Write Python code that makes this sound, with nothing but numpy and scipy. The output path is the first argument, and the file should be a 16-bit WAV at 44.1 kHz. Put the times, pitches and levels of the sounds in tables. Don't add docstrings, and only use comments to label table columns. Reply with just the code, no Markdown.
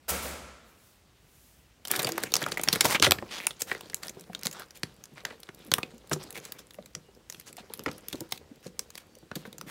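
import sys
import numpy as np
from scipy import signal
from scipy.fft import rfft, irfft, next_fast_len
from scipy.io import wavfile
from scipy.ndimage import uniform_filter1d, map_coordinates

SR = 44100
rng = np.random.default_rng(int(sys.argv[2]) if len(sys.argv) > 2 else 0)


def file_out(sig):
    cols = np.atleast_2d(sig).T
    lim = np.clip(cols, -1, 1)
    pcm = np.round(lim * 32767).astype(np.int16)
    wavfile.write(sys.argv[1], SR, pcm)


def level_to_linear(level):
    exponent = np.asarray(level, float) / 20
    return 10 ** exponent


N = 427769


def unit(x):
    return x / np.sqrt(np.mean(x ** 2, axis=-1, keepdims=True) + 1e-20)


def peak(x):
    return x / np.abs(x).max(axis=-1, keepdims=True)


def along(points, hz):
    f, v = np.transpose(points)
    return np.interp(np.log(hz + 1), np.log(f + 1), v)


def wobble(rate):
    knots = rng.standard_normal(int(N * rate / SR) + 4)
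    return map_coordinates(knots, [np.arange(N) * rate / SR])


def filtered(x, response):
    m = next_fast_len(x.shape[-1] + 4096)
    return irfft(rfft(x, m) * response(np.fft.rfftfreq(m, 1 / SR)), m)[..., :x.shape[-1]]


def place(s, rows):
    where = np.round(s * SR).astype(int) + np.arange(rows.shape[1])
    return np.bincount(where.ravel(), rows.ravel(), N + rows.shape[1])[:N]


def resonance(f, hz, width_hz):
    return 1j * f * width_hz / (hz * hz - f * f + 1j * f * width_hz + 1e-9)


def tail(decays, seconds):
    hz, t, z = signal.stft(rng.standard_normal(int(seconds * SR)), SR, nperseg=128)
    decay = level_to_linear(-60 * t / along(decays, hz)[:, None])
    x = signal.istft(z * decay, SR, nperseg=128)[1]
    return x / np.linalg.norm(x)


def grains(per_second, clump_db):
    hit = rng.random(N) < per_second / SR
    uneven_db = 2 * np.minimum(rng.exponential(size=N), 3)
    size = level_to_linear(uneven_db + clump_db * (wobble(60) + wobble(12)))
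    return unit(hit * size * rng.standard_normal(N))


def patchy(x, depth_db):
    z = signal.stft(x, nperseg=256)[2]
    field = uniform_filter1d(rng.standard_normal(z.shape), size=9, axis=0)
    field = uniform_filter1d(field, size=14, axis=1)
    return unit(signal.istft(z * level_to_linear(depth_db * field / field.std()), nperseg=256)[1][:N])


# f/Hz, density/(dB per Hz)
AIR_SPECTRUM = [(25, -16), (55, 5), (150, -2), (900, -14.5), (3000, -17), (8000, -24), (16000, -46.5)]
# t/s, level/dB, half length/s
STRIDES = [
    (.69, -68, 0.037),
    (0.86, -66, 0.11),
    (1.44, -63.5, 0.16),
]


def background():
    noise = rng.standard_normal((3, N))
    air = patchy(filtered(noise[0], lambda f: level_to_linear(along(AIR_SPECTRUM, f))), depth_db=1.2)
    rumble = unit(filtered(noise[1], lambda f: resonance(f, 53, 29) ** 2))
    cloth = unit(filtered(noise[2], lambda f: resonance(f, 11000, 25000)))
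    t = np.arange(N) / SR
    brush = level_to_linear(-75.5) + sum(level_to_linear(db) * np.exp(-((t - s) / half) ** 2) for s, db, half in STRIDES)
    return level_to_linear(-62.5) * air + level_to_linear(-66.5) * rumble + brush * cloth


def hum():
    t = np.arange(N) / SR
    fade_s = 1.6
    level_db = -62 - 12 * (1 - np.exp(-t / fade_s)) + 1.5 * wobble(6.6)
    hz = 53.8 + 1.8 * wobble(5.6)
    return level_to_linear(level_db) * np.sin(2 * np.pi * np.cumsum(hz) / SR)


# f/Hz, density/(dB per Hz)
SLAP_SPECTRUM = [(35, -18.5), (70, 11.5), (110, -11.5), (200, 0), (330, -9), (3500, -13), (8000, -13.5),
                 (16000, -7.5)]
# f/Hz, bandwidth/Hz, level/dB
SLAP_MODES = [
    (530, 135, 2.5),
    (1350, 58, 4.5),
    (2300, 190, -6),
    (7800, 1600, -9.5),
]
# f/Hz, decay by 60 dB/s
HALL_DECAY = [(70, 1), (1400, 1.23), (7000, 0.87), (15000, 0.37)]


def slap():
    ring = np.zeros(N + 2 * SR)
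    for s, db in [(.081, -3.5), (.222, -10.5)]:
        decay = tail(HALL_DECAY, 1.7)
        t = np.arange(len(decay)) / SR
        onset = (1 - np.exp(-t / 0.011)) * (1 + 0.9 * np.exp(-t / 0.0086))
        ring[round(s * SR):][:len(t)] += level_to_linear(db) * decay * onset
    modes = lambda f: 1 + sum(level_to_linear(db + 5) * np.abs(resonance(f, hz, w)) for hz, w, db in SLAP_MODES)
    late = lambda f: np.exp(-2j * np.pi * f * 0.026 / (1 + (f / 300) ** 2))
    body = unit(filtered(ring[:N], lambda f: late(f) * modes(f) * level_to_linear(along(SLAP_SPECTRUM, f))))
    start_s, length_s = .088, .018
    t = np.arange(N) / SR - start_s
    gate = np.clip(t / .003, 0, 1) * np.exp(-np.clip(t - length_s, 0, 1) / .008)
    spray = unit(filtered(grains(9000, clump_db=-0.5), lambda f: resonance(f, 10000, 9000)))
    return level_to_linear(-49.5) * body + level_to_linear(-30) * gate * spray


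# f/Hz, bandwidth/Hz, level/dB
POUCH_MODES = [
    (144, 90, 1.5),
    (330, 170, -1.5),
    (480, 86, 1.5),
    (833, 240, -28.5),
]


def pouch(f):
    modes = sum((-1) ** k * level_to_linear(db) * resonance(f, hz, w) for k, (hz, w, db) in enumerate(POUCH_MODES))
    return modes * 1j * f / (150 + 1j * f)


def crease(f, hz, skirt=0.52):
    colour = resonance(f, hz, 0.21 * hz) + skirt * resonance(f, .5 * hz, 1.8 * hz)
    return colour / (1 - (f / hz / 2) ** 2 + 1j * f / hz / 0.88)


def panels(rows, depth_db):
    ripple = unit(uniform_filter1d(rng.standard_normal((rows, 220)), size=7))
    return lambda f: level_to_linear(depth_db * ripple[:, (f // 101).astype(int)])


def snaps(rows, skirt):
    s, db, hz, ms, thump_db, top_db = np.transpose(rows)[:, :, None]
    thump_db = thump_db - 0.24 * (db + 24.5)
    t = np.arange(2560) / SR / (np.clip(ms, 1, 20) / 1000)
    envelope = (1 - np.exp(-t / 0.072)) * (np.exp(-1.6 * t ** 2) + 0.13 * np.exp(-.8 * t))
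    head = np.arange(2560) / SR * 1000 / .45
    envelope = envelope + 0.94 * head * np.exp(1 - head)
    slips = rng.standard_normal((3, len(s), 2560)) * envelope
    ripple = panels(len(s), depth_db=2.5)
    late = lambda f: np.exp(-1j * 4 * np.pi * 0.042 * (np.sqrt(f + 60) - f / 200))
    body = filtered(slips[0], lambda f: ripple(f) * np.exp(-1j * 4 * np.pi * 0.042 * (np.sqrt(f + 60) - f / 200))
                 * crease(f, hz, skirt))
    late_rippled = lambda f: late(f) * ripple(f)
    top = filtered(slips[1], lambda f: late_rippled(f) * resonance(f, 8900, 23000) ** 2)
    thump = filtered(slips[2], lambda f: late_rippled(f) * pouch(f))
    mix = peak(body) + level_to_linear(top_db - 2.5) * peak(top) + level_to_linear(thump_db - 5.0) * peak(thump)
    return place(s, level_to_linear(db - 1.5) * mix)


# t/s, level/dB, f/Hz
TICKS = [(0.872, -50, 9000), (1.8812, -23.5, 12100), (2.0698, -17, 3180), (2.2293, -26, 8890),
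         (2.486, -30, 9600), (2.5422, -37.5, 7800.0), (2.751, -21, 3700), (4.0696, -31, 9660),
         (4.3317, -36, 1680), (4.3918, -36, 6000.0), (4.707, -37, 4330), (4.7723, -36, 13000.0),
         (5.0386, -31, 6050), (5.0552, -38, 6420.0), (5.4316, -31.5, 4100), (2.6133, -24, 8470),
         (3.8083, -30, 2870), (4.1956, -38.5, 6040), (4.2092, -35.5, 8500), (4.5124, -29, 5940),
         (5.402, -36.5, 11800), (5.5466, -36, 12500), (5.9804, -42, 6400),
         (6.4514, -27.5, 7200), (8.558, -48, 5000), (9.186, -44, 8000), (7.149, -48.5, 5070),
            (6.073, -45, 7800), (6.0956, -35, 12080.0), (6.237, -32, 8250), (6.326, -32, 12630.0),
            (6.7074, -37, 3860), (6.743, -39.5, 2440), (6.859, -34.5, 6440), (7.299, -24.5, 6940),
            (7.324, -30.5, 5160), (7.3456, -34, 3100), (7.398, -29.5, 12800), (7.528, -36.5, 7800),
            (7.5677, -32.5, 8200), (7.8368, -36, 11400.0), (7.914, -32.5, 5100.0), (7.9807, -34, 10200),
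            (8.155, -35, 4560), (8.3761, -32.5, 3800), (8.9031, -33, 6170), (8.9534, -29.5, 4130),
            (9.152, -41.5, 6000), (9.5279, -34.5, 3900), (9.582, -30, 6000)]
# t/s, level/dB, f/Hz, length/ms
CRISP = [(1.8514, -24.5, 4100, 6.9), (1.873, -25, 6150, 3.7), (1.914, -6, 9900, 1.5),
         (1.96, -18, 3880, 7.8), (1.992, -17, 3780, 12.5), (2.0204, -20.5, 13000, 3.4),
         (2.0296, -17.5, 9000, 6.8), (2.12, -19.5, 5460, 3.3), (2.179, -16, 1610, 4.9),
         (2.3388, -7.5, 5650, 3.9), (2.365, -12.5, 5400, 5.7), (2.635, -15.5, 8400, 5.2),
         (3.1094, -3, 3870, 2), (3.119, -3, 2640, 3.2), (3.619, -14, 6660, 4.2), (4.032, -24.5, 4400, 5.8),
         (4.094, -27, 6860, 6.4), (4.4333, -21, 6500, 1.5), (4.459, -18, 6100, 1.2),
         (4.527, -32, 7800, 10.5), (5.738, -4, 3370, 3.1), (7.7364, -30, 4230, 7.6),
         (8.084, -20, 12300, 3.6), (8.3218, -17.5, 3450, 5.5), (8.792, -17.5, 5820, 5.1),
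         (8.977, -30, 3190, 7.4), (9.612, -26.5, 5830, 3.2)]
# t/s, level/dB, f/Hz, length/ms
DULL = [(1.9048, -27, 1670, 18), (1.9359, -19, 1610, 5.7), (1.9525, -19, 2350, 6.6),
        (2.3548, -7.5, 5800, 2.3), (2.418, -20.5, 1780, 9.5), (2.439, -18, 3820, 3.3),
        (2.5953, -19, 2420, 3.5), (2.8506, -15.5, 1460, 8.7), (2.946, -10.5, 2180, 20.5),
        (3.024, -5.5, 3350, 7.3), (3.033, -15.5, 3900, 30), (3.1853, -26, 1750, 5.6),
        (3.4015, -24.5, 2100, 1.1), (3.446, -34, 3320, 1), (3.507, -24, 3350, 8), (3.898, -29, 5200, 5.8),
        (3.932, -30.5, 1900, 3.9), (4.3487, -20.5, 3700, 3.6), (4.4688, -10.5, 6700, 0.63),
        (5.25, -19.5, 1730, 8.1), (6.1314, -15, 6000, 8.3), (6.521, -22.5, 13400, 4.6),
        (6.95, -21, 5700, 4.6)]
# t/s, level/dB, f/Hz, length/ms
DRY = [
    (2.463, -15, 1250, 4.5),
    (2.572, -16.5, 2270, 8.7),
    (2.6756, -17, 1970, 6.2),
    (2.6859, -1.5, 4700, 2),
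    (2.8075, -5.5, 5230, 9.7),
    (3.4684, -5, 9600, 0.71),
    (3.9444, -12, 7100, 1.3),
    (4.082, -24.5, 4680, 2.9),
    (6.3056, -23, 10000, 4),
]
# t/s, level/dB, f/Hz, length/ms
FLIPS = [(2.0459, -15.5, 4700, 6.6), (2.0896, -20.5, 1630, 6.8), (2.2355, -15.5, 5700, 5),
         (2.32, -25.5, 3950, 5.1), (2.427, -20, 5000, 3.8), (2.7275, -12, 4360, 13),
         (2.7567, -17, 2290, 8.7), (4.453, -21.5, 4360, 8.3), (4.5958, -37, 1620, 20),
         (5.7824, -18.5, 1130, 7.5), (6.375, -28, 2760, 6.9), (7.7932, -26, 5230, 1.9),
         (8.1277, -24.5, 3600, 7.7), (8.2061, -23.5, 12600, 3.2), (9.3544, -26, 3910, 13.3)]
# t/s, level/dB, f/Hz, length/ms
BUCKLES = [(2.0772, -28, 2190, 6.4), (2.5185, -18, 4570, 4.7), (2.998, -10.5, 4640, 3.9),
           (3.065, -9, 1960, 4.3), (3.2242, -23.5, 910, 5.5), (3.7146, -15, 1520, 8),
           (3.7485, -25.5, 2040, 2.5), (4.8323, -13, 4830, 4.8), (5.3042, -32.5, 1930, 11),
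           (5.489, -28.5, 1490, 4.6), (5.716, -10, 3960, 5.7), (5.8308, -16.5, 2600, 5.8),
           (6.1135, -17.5, 1470, 11.5), (7.8607, -15.5, 1140, 6.8), (7.881, -23.5, 1210, 12),
           (8.6668, -30.5, 6410, 6.1), (9.314, -26, 1640, 6), (9.4517, -32, 1070, 9.2)]
# thump level/dB, top-end level/dB
BUILD = [
    (-16.5, 1),
    (-16.5, -20),
    (-39.5, -7.5),
    (-2.5, 1),
    (-3, -30.5),
    (-24, -1),
]


def creases():
    ticks = [(*row, 4.6) for row in TICKS]
    kinds = zip([CRISP, DULL, DRY, FLIPS, BUCKLES, ticks], BUILD)
    return snaps([(*row, *build) for rows, build in kinds for row in rows], skirt=0.37)


# f/Hz, density/(dB per Hz)
FILM_SPECTRUM = [(600, 7.5), (1200, 7), (5000, 1.5), (15000, -20.5)]
# t/s, level/dB
EFFORT = [(1.91, -54.5), (2.0, -44), (2.3, -49.5), (2.9, -43), (3.06, -54), (3.24, -57.5), (3.41, -52),
          (3.56, -65.5), (3.75, -55), (4.58, -57.5), (4.9, -67.5), (5.6, -57.5), (5.99, -65), (6.18, -50.5),
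          (7.21, -66.5), (7.8, -50.5), (8.45, -64.5), (9.6, -56.5)]


def rubbing(snapped):
    t = np.arange(N) / SR
    hand_db = np.interp(t, *np.transpose(EFFORT))
    sinks_db = 1.5 * (t - 2)
    rustle_db = 2.5 - 61.0 + 1.49 * (hand_db + 55.5) - sinks_db
    hiss_db = -66.5 + 0.69 * (hand_db + 56) - sinks_db
    touching = np.arange(N) > 1.848 * SR
    rustle = patchy(filtered(grains(6000, clump_db=2), lambda f: level_to_linear(along(FILM_SPECTRUM, f))), depth_db=3.5)
    burst = np.convolve(np.abs(grains(120, clump_db=.7)), np.exp(-np.arange(300) / 40))[:N]
    stray = filtered(burst * rng.standard_normal(N), lambda f: resonance(f, 6000, 12000))
    rustle = rustle + .1 * patchy(stray, depth_db=4)
    rocking = unit(filtered(grains(300, clump_db=1.6), pouch))
    hiss = patchy(filtered(grains(9000, clump_db=1), lambda f: resonance(f, 11000, 14000)), depth_db=2)
    shiver_s, shiver_growth = 0.056, 0.86
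    fade = np.exp(-1 / (shiver_s * SR))
    snap_power = np.abs(signal.lfilter([1 - fade], [1, -fade], snapped ** 2))
    shiver = np.sqrt(snap_power) ** shiver_growth * level_to_linear(-5)
    rustle_gain = level_to_linear(rustle_db) + level_to_linear(-24.5) * shiver
    rocking_gain = level_to_linear(-3.5) * (level_to_linear(hand_db) + level_to_linear(-25.5) * shiver)
    return touching * (rustle_gain * rustle + rocking_gain * rocking + level_to_linear(hiss_db) * hiss)


# t/s, length/ms, level/dB, f/Hz
DRAGS = [(1.902, 83, -23, 1630), (2.063, 34, -27, 2020), (2.717, 27, -28, 3990), (2.85, 13.4, -1.5, 1420),
         (2.862, 89, -22, 6400), (2.904, 49, -14.5, 2230), (3.6, 28, -25.5, 8000), (3.671, 74, -32, 1900),
         (4.026, 60, -34.5, 1850), (4.753, 23, -36, 6000), (6.349, 43, -31, 2280),
         (6.591, 6.7, -24.5, 5600), (7.294, 230, -49.5, 5510), (8.083, 160, -45.5, 5000),
         (8.311, 63, -37.5, 4100), (8.938, 87, -46, 3120), (9.353, 70, -43.5, 3870),
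         (9.455, 23, -37.5, 900), (9.67, 54, -34.5, 2000)]
# t/s, length/ms, level/dB, f/Hz
WIPES = [(2.333, 65, -31, 5770), (2.413, 30, -22, 1920), (3.024, 49, -9, 3870), (3.31, 92, -25, 3450),
         (4.85, 80, -47, 3500), (6.2, 42, -46, 2520), (3.068, 16, -20, 9000), (5.58, 110, -45, 2500),
         (3.411, 43, -35, 2000), (4.445, 38, -28, 6200), (4.541, 99, -32.5, 1520), (5.162, 53, -34.5, 2300),
         (5.251, 95, -36.5, 1660), (6.118, 23, -22, 7800), (6.43, 58, -37, 7300), (7.466, 31, -32, 6500),
         (7.58, 23, -29.5, 2840), (7.862, 56, -40, 1340), (8.63, 60, -41.5, 6400)]


def drags():
    open_hiss_db, palm_hiss_db = -3.5, -21
    rows = [(*row, open_hiss_db) for row in DRAGS] + [(*row, palm_hiss_db) for row in WIPES]
    start, ms, db, hz, top_db = np.transpose(rows)[:, :, None]
    length = ms / 1000
    t = np.arange(6144) / SR - .01
    rise = np.clip(100 * t + 1, 0, 1) / (1 + np.exp(-t / 0.007))
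    stop = np.exp(-.35 * t / length) / (1 + np.exp((t - length) / 0.0076))
    chance = rng.standard_normal((3, len(db), 6144))
    clumps = level_to_linear(3.5 * unit(uniform_filter1d(chance[2], size=90)))
    ripple = panels(len(db), depth_db=2)
    colour = lambda f: ripple(f) * (crease(f, hz, skirt=0.84) + 0.6 * crease(f, 3400))
    body = unit(filtered(chance[0] * clumps, colour))
    top = unit(filtered(chance[1] * clumps, lambda f: resonance(f, 7600, 16000) ** 2))
    return place(start - .01, level_to_linear(db - 13.0) * rise * stop * (body + level_to_linear(top_db) * top))


# t/s, level/dB, f/Hz
SLIPS = [(1.9644, -19, 11000), (2.2044, -33, 9000), (2.4165, -28, 9500), (2.514, -32, 9000),
         (2.5264, -26, 8000), (3.0197, -27, 10000), (3.036, -10, 4020), (3.0445, -8, 3840),
         (3.0492, -7.5, 3980), (3.061, -18, 6000), (8.3125, -36, 6500), (3.6087, -24, 8000),
         (8.678, -40, 6500), (7.411, -39, 4500), (4.0497, -38, 7000), (4.6243, -45, 10000),
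         (4.66, -50, 8000), (4.684, -49, 5500), (6.231, -35, 6000), (6.355, -30.5, 2300),
         (6.3653, -30, 1950), (6.3997, -35.5, 6500)]


def slips():
    return snaps([(*row, 3, -30, -14) for row in SLIPS], skirt=0.35)


# t/s,
# level/dB, f/Hz
WRINKLES = [(2.1726, -45, 1500), (2.4076, -32, 11500), (2.496, -38, 7800), (2.5043, -44, 7800),
            (2.5804, -27, 11500), (3.6978, -30, 1500), (3.7788, -42, 7800), (3.834, -55, 3500),
            (3.8582, -38, 3500), (3.873, -54, 11500), (3.9212, -45, 11500), (3.9684, -33, 7800),
            (4.1485, -50, 7800), (4.2394, -42, 3480), (4.4127, -35, 7800), (4.4254, -37, 1500),
            (4.4462, -32, 5200), (4.4539, -35, 3500), (4.5965, -27, 11500), (4.7961, -46, 11500),
            (4.8702, -45.5, 3500), (4.9427, -47, 11500), (4.9646, -47, 7800), (5.1383, -49, 11360),
            (5.1524, -48, 7800), (5.2369, -50, 11500), (5.3796, -51, 1500), (5.4697, -45, 3500),
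            (5.5916, -42, 11500), (5.6488, -40, 11500), (5.6659, -39, 11500), (5.6724, -41, 11500),
            (5.6835, -44, 11500), (5.7075, -48, 11650), (5.9074, -48, 7800), (5.9449, -49, 11500),
            (6.2287, -36, 7800), (6.6693, -43, 7800), (6.7357, -39, 11550), (6.7517, -41, 11500),
            (6.8247, -42, 3530), (6.9347, -52, 5200), (7.3347, -41.5, 11400), (7.4782, -40, 7800),
            (7.4888, -37, 3480), (7.5611, -44, 11500), (7.6315, -56, 1500), (7.6985, -41, 3500),
            (7.7508, -39.5, 11500), (7.7749, -31, 11500), (7.8433, -43, 11500), (7.8877, -29, 2320),
            (7.9299, -39, 11500), (7.9649, -50, 7800), (8.0083, -45, 7800), (8.1118, -42, 2280),
            (8.2915, -43, 11400), (8.6069, -53.5, 11640), (9.0689, -52, 11500),
            (2.2357, -20, 1600), (2.686, -14, 2140), (3.47, -13.5, 2200), (5.2512, -18.5, 5670),
           (5.2523, -16.5, 4050), (8.7925, -16.5, 5800), (2.7295, -11, 9000), (2.7358, -14.5, 4000),
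           (2.808, -5.5, 9200), (2.81, -13.5, 2180), (3.0248, -4, 5900), (1.9973, -21, 2960),
           (2.0729, -19.5, 2500), (2.5215, -16.5, 2990), (4.8323, -21, 1900), (7.737, -19.5, 12900),
           (9.611, -32.5, 1310), (3.9455, -20.5, 10300)]


def wrinkles():
    fine_ms, skirt = 1.4, 0.14
    small = [(*row, fine_ms, -44.5, -15) for row in WRINKLES]
    creak = []
    for k in range(12):
        s = 3.4018 + k * .0052 + rng.normal(0, .0005)
        db = -33 + k * .1 + rng.normal(0, 2)
        creak.append((s, db, 2300, fine_ms, -40, -3))
    return snaps(small + creak, skirt)


def knocks(rows):
    s, db, hz = np.transpose(rows)[:, :, None]
    cycles = np.arange(4096) / SR * hz
    push = cycles * np.exp(-cycles / 1.05) * rng.standard_normal((len(s), 4096))
    modes = lambda f: (resonance(f, hz, 0.13 * hz) + 0.46 * pouch(f)) * resonance(f, hz, 2 * hz)
    return place(s, level_to_linear(db) * peak(filtered(push, modes)))


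# t/s, level/dB, f/Hz
TREATS = [(2.035, -32.5, 600), (2.055, -30, 255), (2.075, -25.5, 690), (3.618, -32.5, 494),
          (4.205, -44.5, 170), (4.293, -38.5, 172), (4.975, -54, 171), (5.117, -45, 145), (5.283, -44, 500),
          (5.651, -44, 231), (5.675, -41.5, 198), (5.934, -40.5, 223), (6.04, -48, 450), (6.26, -49, 160),
          (6.79, -40.5, 165), (6.955, -43, 162), (7.085, -49, 399), (7.34, -51, 353), (7.37, -48, 161),
          (7.597, -42.5, 198), (7.632, -48, 398), (8.325, -43, 200), (8.385, -48.5, 80.4), (8.41, -46, 450),
          (8.66, -35.5, 487), (8.885, -51, 450), (9.166, -46.5, 525), (9.225, -44, 309), (9.47, -37.5, 198),
          (9.582, -47, 168), (9.63, -42, 188), (9.66, -38, 180)]


def treats():
    return knocks(TREATS)


# t/s, length/s, level/dB, f/Hz
SQUEAKS = [
    (2.077, .15, -44, 333),
    (4.22, 0.1, -76, 9600),
    (4.9, 0.094, -76, 4660),
    (7.03, 0.1, -71.5, 2880),
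    (9.02, 0.25, -73, 4570),
]


def squeaks():
    start, length, db, hz = np.transpose(SQUEAKS)[:, :, None]
    phase = np.clip(np.arange(SR // 2) / SR / length, 0, 1)
    narrow = lambda f: resonance(f, hz, np.maximum(.03 * hz, 14)) ** 2
    whistle = unit(filtered(rng.standard_normal(phase.shape), narrow))
    return place(start, level_to_linear(db) * np.sqrt(np.abs(np.sin(np.pi * phase))) * whistle)


# t/s, level/dB, f/Hz
KNOCKS = [(2.145, -38, 375), (2.422, -37, 158), (2.494, -43, 366), (2.669, -33.5, 142), (8.655, -35.5, 183),
          (2.859, -37, 140), (3.014, -24.5, 101), (3.074, -27, 87.5), (3.22, -31, 217), (3.368, -46, 330.0),
          (3.454, -42, 360), (8.509, -39.5, 253.4), (4.167, -35, 385), (4.297, -37.5, 690),
          (5.233, -43, 418), (8.211, -30.5, 330), (5.327, -40, 573), (5.786, -52, 170), (3.068, -17.5, 370),
          (6.118, -25.5, 152), (6.16, -32.5, 380), (6.21, -41, 355), (6.368, -37, 480.0), (6.785, -32, 580),
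          (7.58, -37.5, 685), (7.701, -38, 453), (7.864, -25, 149), (8.14, -27, 253), (9.362, -26.5, 286)]


def more_knocks():
    return knocks(KNOCKS)


# f/Hz, decay by 60 dB/s
CLOSET_DECAY = [(200, 0.4), (3000, 0.072), (12000, 0.16)]


def closet_echo(bag):
    return level_to_linear(-15.5) * signal.fftconvolve(np.pad(bag, (130, 0)), tail(CLOSET_DECAY, .3))[:N]


def scene():
    room = background() + hum() + slap()
    snapped = creases()
    bag = snapped + rubbing(snapped) + drags() + wrinkles() + treats() + squeaks() + more_knocks()
    return (room + bag + slips() + closet_echo(bag))[None]


def low_pass(x):
    return signal.sosfilt(signal.butter(12, 17150, fs=SR, output="sos"), x)


def record(dry):
    bass_cut = lambda f: (1j * f / (38 + 1j * f)) ** 3
    top_cut = lambda f: 0.05 + 1 / (1 + (f / 15850) ** 300)
    return low_pass(filtered(dry, lambda f: bass_cut(f) * top_cut(f)))


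dry = scene()
out = record(dry)
file_out(out)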